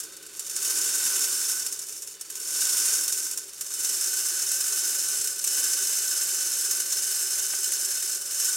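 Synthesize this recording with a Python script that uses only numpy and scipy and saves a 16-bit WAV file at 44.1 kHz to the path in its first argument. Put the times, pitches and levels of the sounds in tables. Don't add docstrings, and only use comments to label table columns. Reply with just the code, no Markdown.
import sys
import numpy as np
from scipy import signal
from scipy.fft import rfft, irfft
from scipy.io import wavfile
from scipy.ndimage import uniform_filter1d

SR = 44100
rng = np.random.default_rng(int(sys.argv[2]) if len(sys.argv) > 2 else 0)


def store_wav(level_fs):
    pcm = np.round(np.clip(np.atleast_2d(level_fs), -1, 1) * 32767)
    wavfile.write(sys.argv[1], SR, pcm.T.astype(np.int16))


N = 377496
TIME_S = np.arange(N) / SR
FULL_FLOW_DB = -27


def wall(stream, surge, clumps, spot):
    # freq_hz, density_db
    impact = [(1000, -37), (3500, -21), (4700, -13), (4950, -12), (5200, -0.5), (5900, -3), (6600, 0.5),
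              (8200, 0.5), (10000, -3.5), (12300, -6.5), (14000, -12.5), (15800, -16)]
    # freq_hz, width_hz, first_spot_db, second_spot_db
    wall_modes = [(4874, 45, -8, -8.5), (5220, 90, -9, -2.5), (5345, 45, -2.5, -3.5), (5610, 33, 2.5, -3),
                  (5970, 24, -6, -9), (6140, 170, -9, -4), (6330, 75, -0.5, 2), (6440, 136, -11, 0),
                  (6630, 160, -3.5, -8), (6990, 64, -0.5, -11.5), (7000, 25, -17, -8), (7320, 47, -23, -4),
                  (7460, 45, -2, -1.5), (7600, 110, -15, -5), (7970, 60, -17, -8), (8010, 39, -17, 5),
                  (8390, 78, -5, -5.5), (8760, 110, -22, -13), (8670, 40, -15, -10), (9450, 210, -9, -9),
                  (9700, 160, -2, -15), (9704, 59, -10, -2.5), (10030, 180, -11, -8),
                  (10750, 120, -7, -14.5), (11146, 95, -16, -1), (11245, 120, -11, -3.5),
                  (12200, 42, -18, -10)]
    # freq_hz, density_db
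    snap_spectrum = [(2000, -36), (6000, -9), (10000, -2), (14000, 5), (16000, -10)]
    hits_per_s = 2500 + 11000 * stream / stream.max()
    patter = from_db(0.66 - 3.2 * spot) * stream * surge * grains(hits_per_s, spread_db=4)
    bursts = from_db(-5.5) * clumps * grains(28000, spread_db=0)
    ticks = colour(patter + bursts, impact)
    strikes = np.hypot(stream * surge, from_db(-13) * clumps) * grains(hits_per_s, spread_db=14.5)
    rings = ring(strikes, wall_modes, spot)
    snaps = colour(stream * grains(45, spread_db=-0.5), snap_spectrum)
    direct = ticks + from_db(-1.75) * rings + from_db(-17.5) * snaps
    return direct + from_db(-10) * tub(direct, t60_s=0.076)


def pour_db(time_s, down_cone=False):
    # full_s, back_s, level_db, sag_db_per_s, swell_db_per_s, thinning_db_per_s, cone_extra_db
    tilts = [(0.0, 0.016, -42, 0, 50, 56, 4), (0.692, 1.23, -28, -4.5, 50, 30, 2),
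             (1.325, 1.523, -28, -2, 52, 47, 0.5), (1.79, 2.117, -38.5, 10.5, 50, 161, -7),
             (2.605, 2.954, -26, -1, 59, 42, 1), (3.146, 3.317, -29.5, 24.5, 40, 63, -1),
             (3.858, 5.21, -28, -0.47, 50, 39, 0), (5.557, 6.803, -25.5, 2, 41, 77, 0),
             (6.913, 8.134, -27.5, 1.15, 61, 61, 0), (8.426, 8.467, -25, 0, 51, 41, 0)]
    flows_db = [level_db + extra_db * down_cone
                - sag * np.clip(time_s - full_s, 0, back_s - full_s)
                - swell * np.maximum(full_s - time_s, 0)
                - thinning * np.maximum(time_s - back_s, 0)
                for full_s, back_s, level_db, sag, swell, thinning, extra_db in tilts]
    return np.max(flows_db, axis=0) - FULL_FLOW_DB


def outflow_db(lag_s):
    time_s = TIME_S - lag_s
    drain_db = -8.5 - 12 * time_s
    return np.maximum(pour_db(time_s, down_cone=True), drain_db)


def waver_db(depth_db, step_s):
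    knots_s = np.arange(0, TIME_S[-1] + 1, step_s)
    return depth_db * np.interp(TIME_S, knots_s, rng.standard_normal(N)[:len(knots_s)])


def surges(flow_db, per_s, fade_s, steady_share, span_s):
    lumps = (rng.random(N) < per_s / SR) * rng.uniform(0.084, 1, N)
    power = signal.lfilter([1], [1, -np.exp(-1 / (fade_s * SR))], lumps + 1e-18)
    power = steady_share + (1 - steady_share) * power / power.mean()
    levelled = np.sqrt(power / uniform_filter1d(power, int(span_s * SR)))
    lumpiness = np.clip(0.89 - 0.05 * flow_db, 0.4, 1.2)
    return levelled ** lumpiness


def falling_clumps():
    # start_s, level_db
    landings = [(0.0014,-21.5), (0.037,-27), (0.1658,-31), (0.2259,-33), (0.264,-31.5), (0.37,-30.5),
                (0.3942,-20), (0.4646,-25), (0.4962,-23), (0.563,-17.5), (0.627,-21), (0.648,-18),
                (1.664,-17), (1.7246,-20), (1.791,-24.5), (1.924,-27), (2.0207,-25), (2.2106,-23),
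                (2.301,-24), (2.354,-23), (2.4,-25.5), (3.079,-14), (3.124,-15), (3.292,-33), (3.3743,-18),
                (3.6096,-17), (3.7382,-19), (3.8472,-17), (4.041,-18), (4.516,-14.5), (5.273,-16),
                (5.4415,-15), (5.474,-14.5), (6.711,-16.5), (6.8015,-16), (6.9237,-14), (7.642,-17),
                (7.72,-15.5), (8.1195,-22)]
    return decays(landings, t60_s=0.06)


def scatter(stream, surge, clumps):
    # freq_hz, density_db
    bounce = [(4500, -49), (5800, 10), (7000, 8.5), (10000, 8.5), (13000, 1), (15500, -26)]
    hits = np.hypot(stream * surge, from_db(-4.5) * clumps) * grains(12000, spread_db=4)
    return from_db(-16.5) * colour(hits, bounce) * [[1], [-1]]


def cone(hand_db, surge, clumps, spot):
    # freq_hz, density_db
    rustle_spectrum = [(250, -21), (700, -9.5), (950, -13.5), (1200, -3), (1700, -2.5), (2150, -3.5),
                       (2650, -0.5), (3300, -2.5), (3900, -4), (4700, 1), (6000, -13)]
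    # freq_hz, width_hz, first_spot_db, second_spot_db
    cone_modes = [(857, 34, -14, -11), (1041, 33, -7, -18), (1166, 21, -12, -5.5), (1320, 19, -5.5, -11),
                  (1706, 31, -20, -0.5), (1970, 19, -35, -7.5), (2440, 24, -35, -48), (2632, 45, -12, -3.5),
                  (2730, 65, -10.5, -9.5), (2992, 33, -4.5, 4.5), (3460, 16, -4, -6),
                  (3681, 79, -1.5, -2.5), (4220, 30, -13, 5.5), (4380, 98, -6.5, -16), (4574, 27, 4, -4)]
    poured = from_db(-41 + pour_db(TIME_S, down_cone=True) + hand_db - 2.5 * spot)
    trickle = from_db(-53.5)
    sliding = np.hypot(poured, trickle) * surge ** 0.67
    drive = np.hypot(sliding, from_db(-22) * clumps)
    rustle = colour(drive * grains(6000, spread_db=4), rustle_spectrum)
    rings = ring(drive * grains(7000, spread_db=4), cone_modes, spot)
    return from_db(-1) * rustle + from_db(-1.5) * rings


def throat(hand_db, surge, spot):
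    # freq_hz, width_hz, level_db
    throat_modes = [(1501, 45, 4.5), (1627, 46, -6)]
    drive_db = -46.65 + 1.03 * (outflow_db(lag_s=0.021) + hand_db) - 0.1 * spot
    return ring(from_db(drive_db) * surge ** 0.98 * grains(5000, spread_db=3), throat_modes)


def tank():
    # freq_hz, width_hz, empty_db, fuller_db
    tank_modes = [(103.6, 8.3, -12.5, -42), (178, 10, -10, -10.5), (310.6, 21.8, -3.5, -5.5),
                  (382.8, 29.8, -1, 0.5), (440.4, 30.6, -0.5, -4.5), (559.7, 23.4, -8, -1.5)]
    fill_db_per_s = -0.36
    drive_db = -52 + 0.39 * outflow_db(lag_s=0.028) + fill_db_per_s * TIME_S
    return ring(from_db(drive_db) * grains(3000, spread_db=4), tank_modes, blend=TIME_S / TIME_S[-1])


def knock():
    # start_s, level_db
    hits = [(7.534, -34.5)]
    push = decays(hits, t60_s=0.077) * rng.standard_normal(N)
    return colour(push, [(150, -31), (450, 1), (900, -10), (1500, 6), (2500, -7), (5000, -25)])


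def bumps():
    # start_s, level_db
    contacts = [(0.785, -55), (2.93, -61), (5.195, -58), (6.968, -52)]
    push = sum(from_db(db) * np.exp(-((TIME_S - start_s - 0.004) / 0.0011) ** 2)
               for start_s, db in contacts)
    thud = signal.sosfilt(signal.butter(2, 45, "high", fs=SR, output="sos"), push + 1e-18)
    shake = decays(contacts, t60_s=0.09) * rng.standard_normal(N)
    shudder = colour(shake, [(20, 1), (60, -8), (180, -2), (300, -14), (900, -45)])
    return from_db(7) * thud + from_db(-2) * shudder


def tub(x, t60_s):
    age_s = np.arange(int(t60_s * SR)) / SR
    tail = rng.standard_normal(len(age_s)) * from_db(-60 * age_s / t60_s) * (age_s > 0.001)
    return signal.oaconvolve(x, tail / np.linalg.norm(tail))[:N]


def stereo(x, right_share, diffuse_db, band_hz):
    side = from_db(diffuse_db) * tub(x, t60_s=0.087) - right_share * x
    side = signal.sosfiltfilt(signal.butter(5, band_hz, "band", fs=SR, output="sos"), side)
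    return x + side * [[1], [-1]]


def kitchen():
    # freq_hz, density_db
    air_spectrum = [(20, -4), (60, 5.5), (170, 6), (250, 0.5), (700, 2.5), (2000, -9.5), (8000, -26),
                    (16000, -7)]
    diffuse_spectrum = [(20, -3), (170, 0), (400, -1), (1000, -6), (1600, -12), (4000, -52)]
    air = colour(rng.standard_normal(N), air_spectrum)
    diffuse = colour(rng.standard_normal(N), diffuse_spectrum)
    return from_db(-66.5) * air + from_db(-76) * diffuse * [[1], [-1]]


def grains(per_s, spread_db):
    chance = np.clip(per_s / SR, 1e-4, 1)
    size, sign = rng.standard_normal(N), np.sign(rng.random(N) - 0.5)
    hits = rng.random(N) < chance
    gains = from_db(spread_db * np.clip(size[hits], -2, 2))
    clicks = np.zeros(N)
    clicks[hits] = sign[hits] * gains / np.sqrt(np.mean(gains ** 2) + 1e-20)
    return clicks / np.sqrt(chance)


def decays(events, t60_s):
    envelope = np.zeros(N)
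    for start_s, level_db in events:
        start = int(start_s * SR)
        age_s = np.arange(min(int(2 * t60_s * SR), N - start)) / SR
        envelope[start:start + len(age_s)] += from_db(level_db - 60 * age_s / t60_s)
    return envelope


def ring(x, modes, blend=0):
    total, power = 0, 0
    for k, (freq_hz, width_hz, *levels_db) in enumerate(modes):
        first, last = from_db(levels_db[0]), from_db(levels_db[-1])
        radius = np.exp(-np.pi * width_hz / SR)
        feedforward = np.array([1, 0, -1]) * (1 - radius ** 2) / 2
        feedback = [1, -2 * radius * np.cos(2 * np.pi * freq_hz / SR), radius ** 2]
        gain = first + blend * (last - first)
        total = total + (-1) ** k * gain * signal.lfilter(feedforward, feedback, x + 1e-18)
        power += last ** 2 * np.pi * width_hz / SR
    return total / np.sqrt(power)


def colour(x, spectrum, size=4096):
    freq_hz, density_db = np.transpose(spectrum)
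    grid_hz = np.maximum(np.fft.rfftfreq(size, 1 / SR), 1)
    gain = from_db(np.interp(np.log(grid_hz), np.log(freq_hz), density_db))
    cepstrum = irfft(np.log(gain))
    response = irfft(np.exp(rfft(2 * cepstrum[:size // 2], size)))
    return signal.oaconvolve(x, response / np.linalg.norm(response))[:N]


def from_db(db):
    return 10 ** (np.asarray(db) / 20)


def scene():
    # time_s, position (0 = first spot, 1 = second spot)
    landing_path = [(0, 0.16), (1.6, 0.21), (3.1, 0.072), (3.9, 0.57), (4.8, 0.73), (8.0, 0.77),
                    (8.56, 0.69)]
    spot = np.interp(TIME_S, *np.transpose(landing_path))
    hand_db = waver_db(depth_db=0.48, step_s=0.1)
    flow_db = pour_db(TIME_S) + hand_db
    stream = from_db(FULL_FLOW_DB + flow_db)
    surge = surges(flow_db, per_s=93, fade_s=0.0054, steady_share=0.56, span_s=0.082)
    clumps = falling_clumps()
    patter = wall(stream, surge, clumps, spot)
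    hiss = stereo(patter, right_share=0.092, diffuse_db=-14, band_hz=(5780, 14000))
    funnel = cone(hand_db, surge, clumps, spot) + throat(hand_db, surge, spot) + knock()
    body = stereo(funnel, right_share=0, diffuse_db=-36, band_hz=(200, 1270))
    hollow = stereo(tank() + bumps(), right_share=0.12, diffuse_db=-13, band_hz=(25, 547))
    return hiss + body + hollow + kitchen() + scatter(stream, surge, clumps)


def record(dry):
    cutoff_hz = 15850
    return signal.sosfilt(signal.ellip(12, 0.1, 90, cutoff_hz, fs=SR, output="sos"), dry)


dry = scene()
out = record(dry)
store_wav(out)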